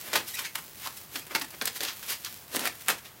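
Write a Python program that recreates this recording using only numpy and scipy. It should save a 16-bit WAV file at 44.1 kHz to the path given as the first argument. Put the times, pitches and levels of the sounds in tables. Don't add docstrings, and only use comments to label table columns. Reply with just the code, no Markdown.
import sys
import numpy as np
from scipy import signal
from scipy.fft import rfft, irfft, next_fast_len
from scipy.io import wavfile
from scipy.ndimage import uniform_filter1d

SR = 44100
rng = np.random.default_rng(int(sys.argv[2]) if len(sys.argv) > 2 else 0)


def generate_wav(sig):
    pcm = np.round(np.clip(np.atleast_2d(sig).T, -1, 1) * 32767).astype(np.int16)
    wavfile.write(sys.argv[1], SR, pcm)


N = 141120

# (frequency [Hz], gain [dB])
RUB_COLOUR = [(50, -34), (130, -18), (300, -1), (700, 0), (1500, 3.5), (3000, 2.5), (5000, 1), (7500, -2.5),
              (12000, -1.5), (16000, -9)]


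def undb(db):
    return 10 ** (np.asarray(db) / 20)


def unit(x):
    return x / np.sqrt(np.sum(x ** 2) + 1e-18)


def gains(points, size):
    hz, db = np.array(points, float).T
    return undb(np.interp(np.log(np.fft.rfftfreq(size, 1 / SR) + 1), np.log(hz), db))


def colour(x, *curves):
    size = 2 * next_fast_len(len(x) // 2 + 1024)
    gain = np.prod([gains(curve, size) for curve in curves], axis=0)
    cepstrum = irfft(np.log(gain / np.sqrt(np.mean(gain ** 2))))
    cepstrum[1:size // 2] *= 2
    cepstrum[size // 2 + 1:] = 0
    return irfft(rfft(x, size) * np.exp(rfft(cepstrum)))[:len(x)]


def patch_eq(bass, middle, treble):
    return [(450, bass), (1100, middle), (2200, middle), (4500, 0.008), (9000, treble)]


def clicks(size, per_s, spread_db):
    size_draw, time_draw, sign_draw = rng.random((size, 3)).T
    strength = undb(spread_db * np.minimum(-np.log(1 - size_draw), 4.5))
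    fires = time_draw < per_s / SR
    return unit(fires * np.sign(sign_draw - .5) * strength) * np.sqrt(size)


def add(out, x, start):
    i = int(round(start * SR))
    x = x[max(-i, 0):max(N - i, 0)]
    out[max(i, 0):max(i, 0) + len(x)] += x


def swell(rise, fall):
    t = np.arange(-int(SR / 4), int(SR / 4)) / SR
    return np.exp(np.where(t < 0, t / rise, -t / fall)), -t[0]


def creep():
    # (time [s], level [dB])
    ride = [(0, -41.5), (.42, -48.5), (0.509, -50), (.66, -44.5), (.72, -49), (.8, -42.5), (.94, -45.5),
            (1.02, -45), (1.08, -50), (1.2, -44), (1.25, -52), (1.6, -47), (1.98, -43), (2.2, -46),
            (2.34, -44), (2.46, -50.5), (2.76, -46), (3.15, -53.5)]
    # (frequency [Hz], gain [dB])
    fizz_colour = [(50, -33), (200, -8), (700, -0.5), (1500, 2.5), (4000, 4), (7500, 3), (13000, 4.5),
                   (16000, 4)]
    level = undb(np.interp(np.arange(N) / SR, *np.array(ride).T))
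    fizz = undb(-3.5) * clicks(N, per_s=2200, spread_db=-1.0)
    ticks = undb(-7) * clicks(N, per_s=220, spread_db=3.5)
    return colour((fizz + ticks) * level, fizz_colour)


def pulls():
    # (peak time [s], rise [s], fall [s], level [dB], bass [dB], middle [dB],
    # treble [dB])
    tugs = [(0.086, 0.041, 0.019, -40.5, 9.5, 5, 1.5), (.165, 0.021, .02, -24.5, 8.5, 2.5, -2),
            (0.281, 0.011, 0.045, -36, -13, -6, 1.5), (0.394, 0.0086, 0.016, -31, -3, 2, 3.5),
            (.419, 0.0064, 0.016, -37.5, 4.5, 4, 6), (0.585, 0.009, 0.013, -36.5, 2.5, 7.5, 5.5),
            (.862, 0.031, 0.014, -36, -8, 0, -1), (.975, 0.011, 0.015, -42, -21, -6, 3.5),
            (1.162, 0.021, 0.02, -36, 4.5, 0.5, 3.5), (1.317, 0.014, 0.0089, -38.5, 10, 7, 0),
            (1.36, 0.015, 0.022, -36, 2, -6, -2), (1.42, 0.0034, 0.0082, -30, 5.5, 5, 2.5),
            (1.545, 0.012, 0.007, -43, 13, 11, -1), (1.681, 0.023, 0.01, -33.5, -29, -3, -3),
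            (1.765, 0.012, 0.012, -33.5, -6, -4, 1.5), (1.835, 0.022, 0.043, -32.5, -3.5, -1, -3),
            (1.886, 0.0065, 0.014, -29.5, -21, -5, -12.5), (2.035, 0.008, .02, -41.5, 1, 0.5, 0),
            (2.104, 0.019, 0.018, -29.5, -5.5, -4, 0), (2.126, 0.02, 0.015, -30, -9.5, -1, -1),
            (2.264, 0.015, 0.014, -35.5, -23, -2, -5), (2.56, 0.023, 0.0076, -29.5, 9, 0.5, 3),
            (2.608, 0.0085, 0.033, -33, 12, 1, -1), (2.664, 0.031, 0.011, -30.5, 10, 6, 2.5),
            (2.811, .008, .014, -44.5, -1, -2, 3.5), (2.9, 0.012, 0.019, -25, 2.5, 4, 1),
            (2.985, 0.0077, 0.0092, -43, -6, -3, 1), (3.055, 0.0098, 0.021, -44, -5, 0, -3)]
    out = np.zeros(N)
    for peak, rise, fall, db, bass, middle, treble in tugs:
        env, lead = swell(rise, fall)
        crackle = clicks(len(env), per_s=7000, spread_db=1.5) * env
        add(out, undb(db) * colour(crackle, RUB_COLOUR, patch_eq(bass, middle, treble)), peak - lead)
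    return out


def snaps():
    # (start [s], relative level [dB], relative bass [dB], relative middle [dB],
    # relative treble [dB], build-up [s], cascade decay [s], cascade against the main click [dB])
    releases = [(0.129, -9.5, -31, -14, -17, 0.0031, 0.006, 13),
                (0.136, -9.5, -29, -20, -19, 0.0022, 0.0028, 9),
                (0.151, -13, -22, -10, -14, 0.0024, 0.0066, 1),
                (0.155, -3.5, -29, -16.5, -17, 0.0024, 0.0062, 3.5),
                (0.161, -10, -38, -27, -29, 0.0023, 0.004, 0),
                (0.552, -12, -36.5, -16.5, -11, 0.0034, 0.0031, 9),
                (0.555, -14, -34, -16, -9, 0.0023, 0.0048, 17),
                (0.87, -15, -35, -16.5, -14.5, 0.0032, 0.0039, 8),
                (1.155, -12.5, -38, -21, -25, 0.0029, 0.0057, 9),
                (1.193, -23.5, -32, -16, -4, 0.0025, 0.0044, 5),
                (1.265, -25.5, -19, -13, -5.5, 0.0026, 0.0098, 6),
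                (1.308, -19.5, -17, -7, -13, 0.0025, 0.017, 14),
                (1.348, -4.5, -32, -17, -18.5, 0.004, 0.006, 11.5),
                (1.354, -14, -33, -1.5, -1, 0.003, 0.0031, 12),
                (1.359, -13, -27, -10, -14, 0.0029, 0.0037, 8),
                (1.395, -21, -33, -22, -5, 0.0025, 0.0062, 7),
                (1.411, -14.5, -41, -25, -25, 0.0033, 0.0057, 19),
                (1.444, -22.5, -34, -16, -12, 0.0033, 0.005, 11),
                (1.504, -25.5, -35, -28, -12, 0.0022, 0.0059, 16),
                (1.6124, -9, -24.5, -13.5, -22, 0.0012, 0.0096, 3),
                (1.619, -14, -23.5, -12.5, -10, 0.0025, 0.0042, 6),
                (1.654, -8.5, -42, -22, -7, 0.0027, 0.0036, 17),
                (1.671, -15.5, -35, -18, -10, 0.0022, 0.0056, -1),
                (1.675, -9, -37, -25, -21.5, 0.0025, 0.0033, 6),
                (1.804, -13, -32.5, -15.5, -14, 0.0028, 0.0071, 0),
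                (1.811, -19.5, -18.5, -33, -12, 0.0023, 0.0032, 16),
                (1.832, -13, -34, -23, -13, 0.0016, 0.0035, 3),
                (1.847, -13.5, -41, -20, -17, 0.0031, 0.0054, 6),
                (2.027, -24.5, -38, -11, -5, 0.0027, 0.005, 5),
                (2.102, -29, -21.5, -27, -6, 0.0035, 0.0047, 14),
                (2.246, -15, -64, -29, -19, 0.0035, 0.003, 18),
                (2.547, -15, -13.5, -9, -14, 0.0023, 0.0036, -10),
                (2.559, -11, -16, -18, -5.5, 0.0026, 0.0027, -3),
                (2.564, -9, -23, -12.5, -11.5, 0.0027, 0.011, -2),
                (2.591, -12, -22, -16, -8, 0.0037, 0.0047, 5),
                (2.652, -10.5, -26, -10, -3, 0.0035, 0.0058, 1),
                (2.672, -10.5, -24, -7.5, -5.5, 0.0027, 0.0054, 17),
                (2.882, -3.5, -19, -6.5, 0, 0.0023, 0.0066, -4),
                (2.887, -6.5, -24, 1, -2, 0.0021, 0.006, 10),
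                (2.9, -7, -24.5, -7.5, -11, 0.0022, 0.0062, 1)]
    # (frequency [Hz], gain [dB])
    snap_colour = [(50, -57), (130, -12), (300, 2), (700, 6), (1500, 8), (3000, 6), (5000, 3), (7500, -1),
                   (12000, -3.5), (16000, -8)]
    trim_db, bass_trim_db, middle_trim_db, treble_trim_db = 8, 29, 16.5, 16
    out, t = np.zeros(N), np.arange(4096) / SR
    for start, db, bass, middle, treble, build, decay, cascade_db in releases:
        fringe = unit(rng.standard_normal(len(t)) * np.exp(-t / .0006))
        main_click = unit((t == 0) + 1.5 * fringe)
        env = np.minimum(t / build, 1) ** 0.9 * np.exp(-np.maximum(t - build, 0) / decay)
        cascade = unit(clicks(len(t), per_s=4000, spread_db=2.8) * env)
        snap = unit(np.roll(main_click, int(build * SR)) + undb(cascade_db) * cascade)
        patch = patch_eq(bass + bass_trim_db, middle + middle_trim_db, treble + treble_trim_db)
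        add(out, undb(db + trim_db) * colour(snap, snap_colour, patch), start)
    return out


def flaps():
    # (start [s], level [dB], resonance [Hz], decay [s], sharpness [Q])
    rings = [(.152, -36, 393, 0.013, 7.7), (0.159, -39.5, 177, 0.0077, 2.7),
             (.861, -34.5, 1044, 0.013, 8.3), (1.349, -39, 348, .008, 5), (1.351, -28, 903, 0.0068, 14),
             (1.354, -30.5, 1393, 0.0085, 22), (1.614, -31, 1570, .008, 15), (2.557, -44.5, 218, 0.01, 3.3),
             (2.671, -37, 750, .005, 1.8), (2.885, -30.5, 885, 0.0071, 20), (2.886, -40.5, 180, 0.012, 2.5)]
    out, t = np.zeros(N), np.arange(8192) / SR
    for start, db, hz, decay, q in rings:
        burst = rng.standard_normal(len(t)) * np.exp(-t / decay)
        ring = signal.lfilter(*signal.iirpeak(hz, q, fs=SR), burst)
        add(out, undb(db) * unit(ring) * np.sqrt(decay * SR / 2), start)
    return out


def squeaks():
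    # (peak time [s], rise [s], fall [s], level [dB], pitch [Hz], jitter [share of the period],
    # treble [dB])
    slides = [(.344, 0.005, .007, -34, 1930, 0.016, 10.5), (.353, 0.0038, .005, -33.5, 1965, .018, 12),
              (.361, .004, .005, -39.5, 2450, .07, -2), (.372, .004, .009, -36.5, 2430, 0.11, 4),
              (.392, .006, 0.0055, -33.5, 1510, 0.063, -3), (.453, 0.0086, 0.0084, -32.5, 1845, 0.18, -2),
              (.462, 0.019, 0.017, -40.5, 2116, .02, 7), (.465, .005, 0.012, -42, 2500, .07, -8),
              (1.222, 0.0071, .012, -49.5, 2500, .04, -6), (2.675, .014, 0.0082, -31, 2292, .16, -3)]
    # (frequency [Hz], gain [dB])
    squeak_colour = [(1200, -1.5), (2000, 2), (6500, 2.5), (10000, -4)]
    hiss_gain, wander_depth, climb_per_s = 0.59, 0.013, 1.1
    out = np.zeros(N)
    for peak, rise, fall, db, hz, roughness, treble in slides:
        env, lead = swell(rise, fall)
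        jitter, wander = rng.standard_normal((2, 2048))
        wander = uniform_filter1d(wander, size=16)
        slip_cycles = np.cumsum(1 + roughness * jitter + wander_depth * wander / wander.std())
        pitch_hz = hz * np.exp(climb_per_s * (np.arange(len(env) + 1) / SR - lead))
        pulses = np.histogram(slip_cycles, np.cumsum(pitch_hz) / SR)[0].astype(float)
        rasp = (pulses - pulses.mean()) / pulses.std() + hiss_gain * rng.standard_normal(len(env))
        patch = patch_eq(bass=-2.0, middle=3.1, treble=treble)
        add(out, undb(db) * colour(rasp * env, RUB_COLOUR, squeak_colour, patch), peak - lead)
    return out


def tail():
    # (centre [Hz], time to fall 60 dB [s], level [dB])
    bands = [(148, 0.24, -3), (494, 0.19, -5.5), (1500, 0.23, -8.5), (3930, 0.18, -9.5), (7900, 0.18, -8),
             (14000, 0.041, -19)]
    size, build_s = 22050, 0.0085
    t = np.arange(size) / SR
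    log_hz = np.log(np.fft.rfftfreq(size, 1 / SR) + 1)
    log_centres = np.log([band[0] for band in bands])
    noise = rfft(rng.standard_normal(size))
    response = np.zeros(size)
    for share, (_, t60, db) in zip(np.eye(len(bands)), bands):
        env = unit(np.exp(-np.log(1000) * t / t60) * (1 - np.exp(-t / build_s)))
        band_noise = irfft(noise * np.interp(log_hz, log_centres, share))
        response += undb(db) * env * band_noise
    return response


def room(x):
    wall_delay_s, wall_gain, wall_top_hz = .0061, 0.26, 3070
    sway_hz = 22
    dulled = signal.lfilter(*signal.butter(1, wall_top_hz, fs=SR), x)
    echo = -wall_gain * np.pad(dulled, (int(wall_delay_s * SR), 0))[:N]
    sway = 2 * np.pi * sway_hz * np.arange(N) / SR
    reverb = sum(signal.fftconvolve(x * share, tail())[:N] for share in (np.cos(sway), np.sin(sway)))
    return x + echo + reverb


def room_tone():
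    # (frequency [Hz], gain [dB])
    bed_colour = [(20, -18), (45, -13.5), (70, -3.5), (130, 0.5), (250, -5.5), (600, -6), (1500, -9.5),
                  (5000, -21), (16000, -18.5)]
    return undb(-54) * colour(rng.standard_normal(N), bed_colour)


def scene():
    bed = room_tone()
    film = snaps() + pulls() + squeaks() + flaps() + creep()
    return (room(film) + bed)[None]


def record(dry):
    # (frequency [Hz], gain [dB])
    overall_colour = [(30, 1.5), (180, 1.5), (250, 0.5), (330, 1.5), (480, -1.5), (900, -0.5), (1300, -1),
                      (2100, 0.5), (3000, 0.5), (10000, -.5), (12500, 2.5), (15000, 3)]
    gain_db, top_hz = 1.72, 15850
    heard = undb(gain_db) * colour(dry[0], overall_colour)[None]
    return signal.sosfilt(signal.ellip(10, .2, 80, top_hz, fs=SR, output="sos"), heard)


dry = scene()
out = record(dry)
generate_wav(out)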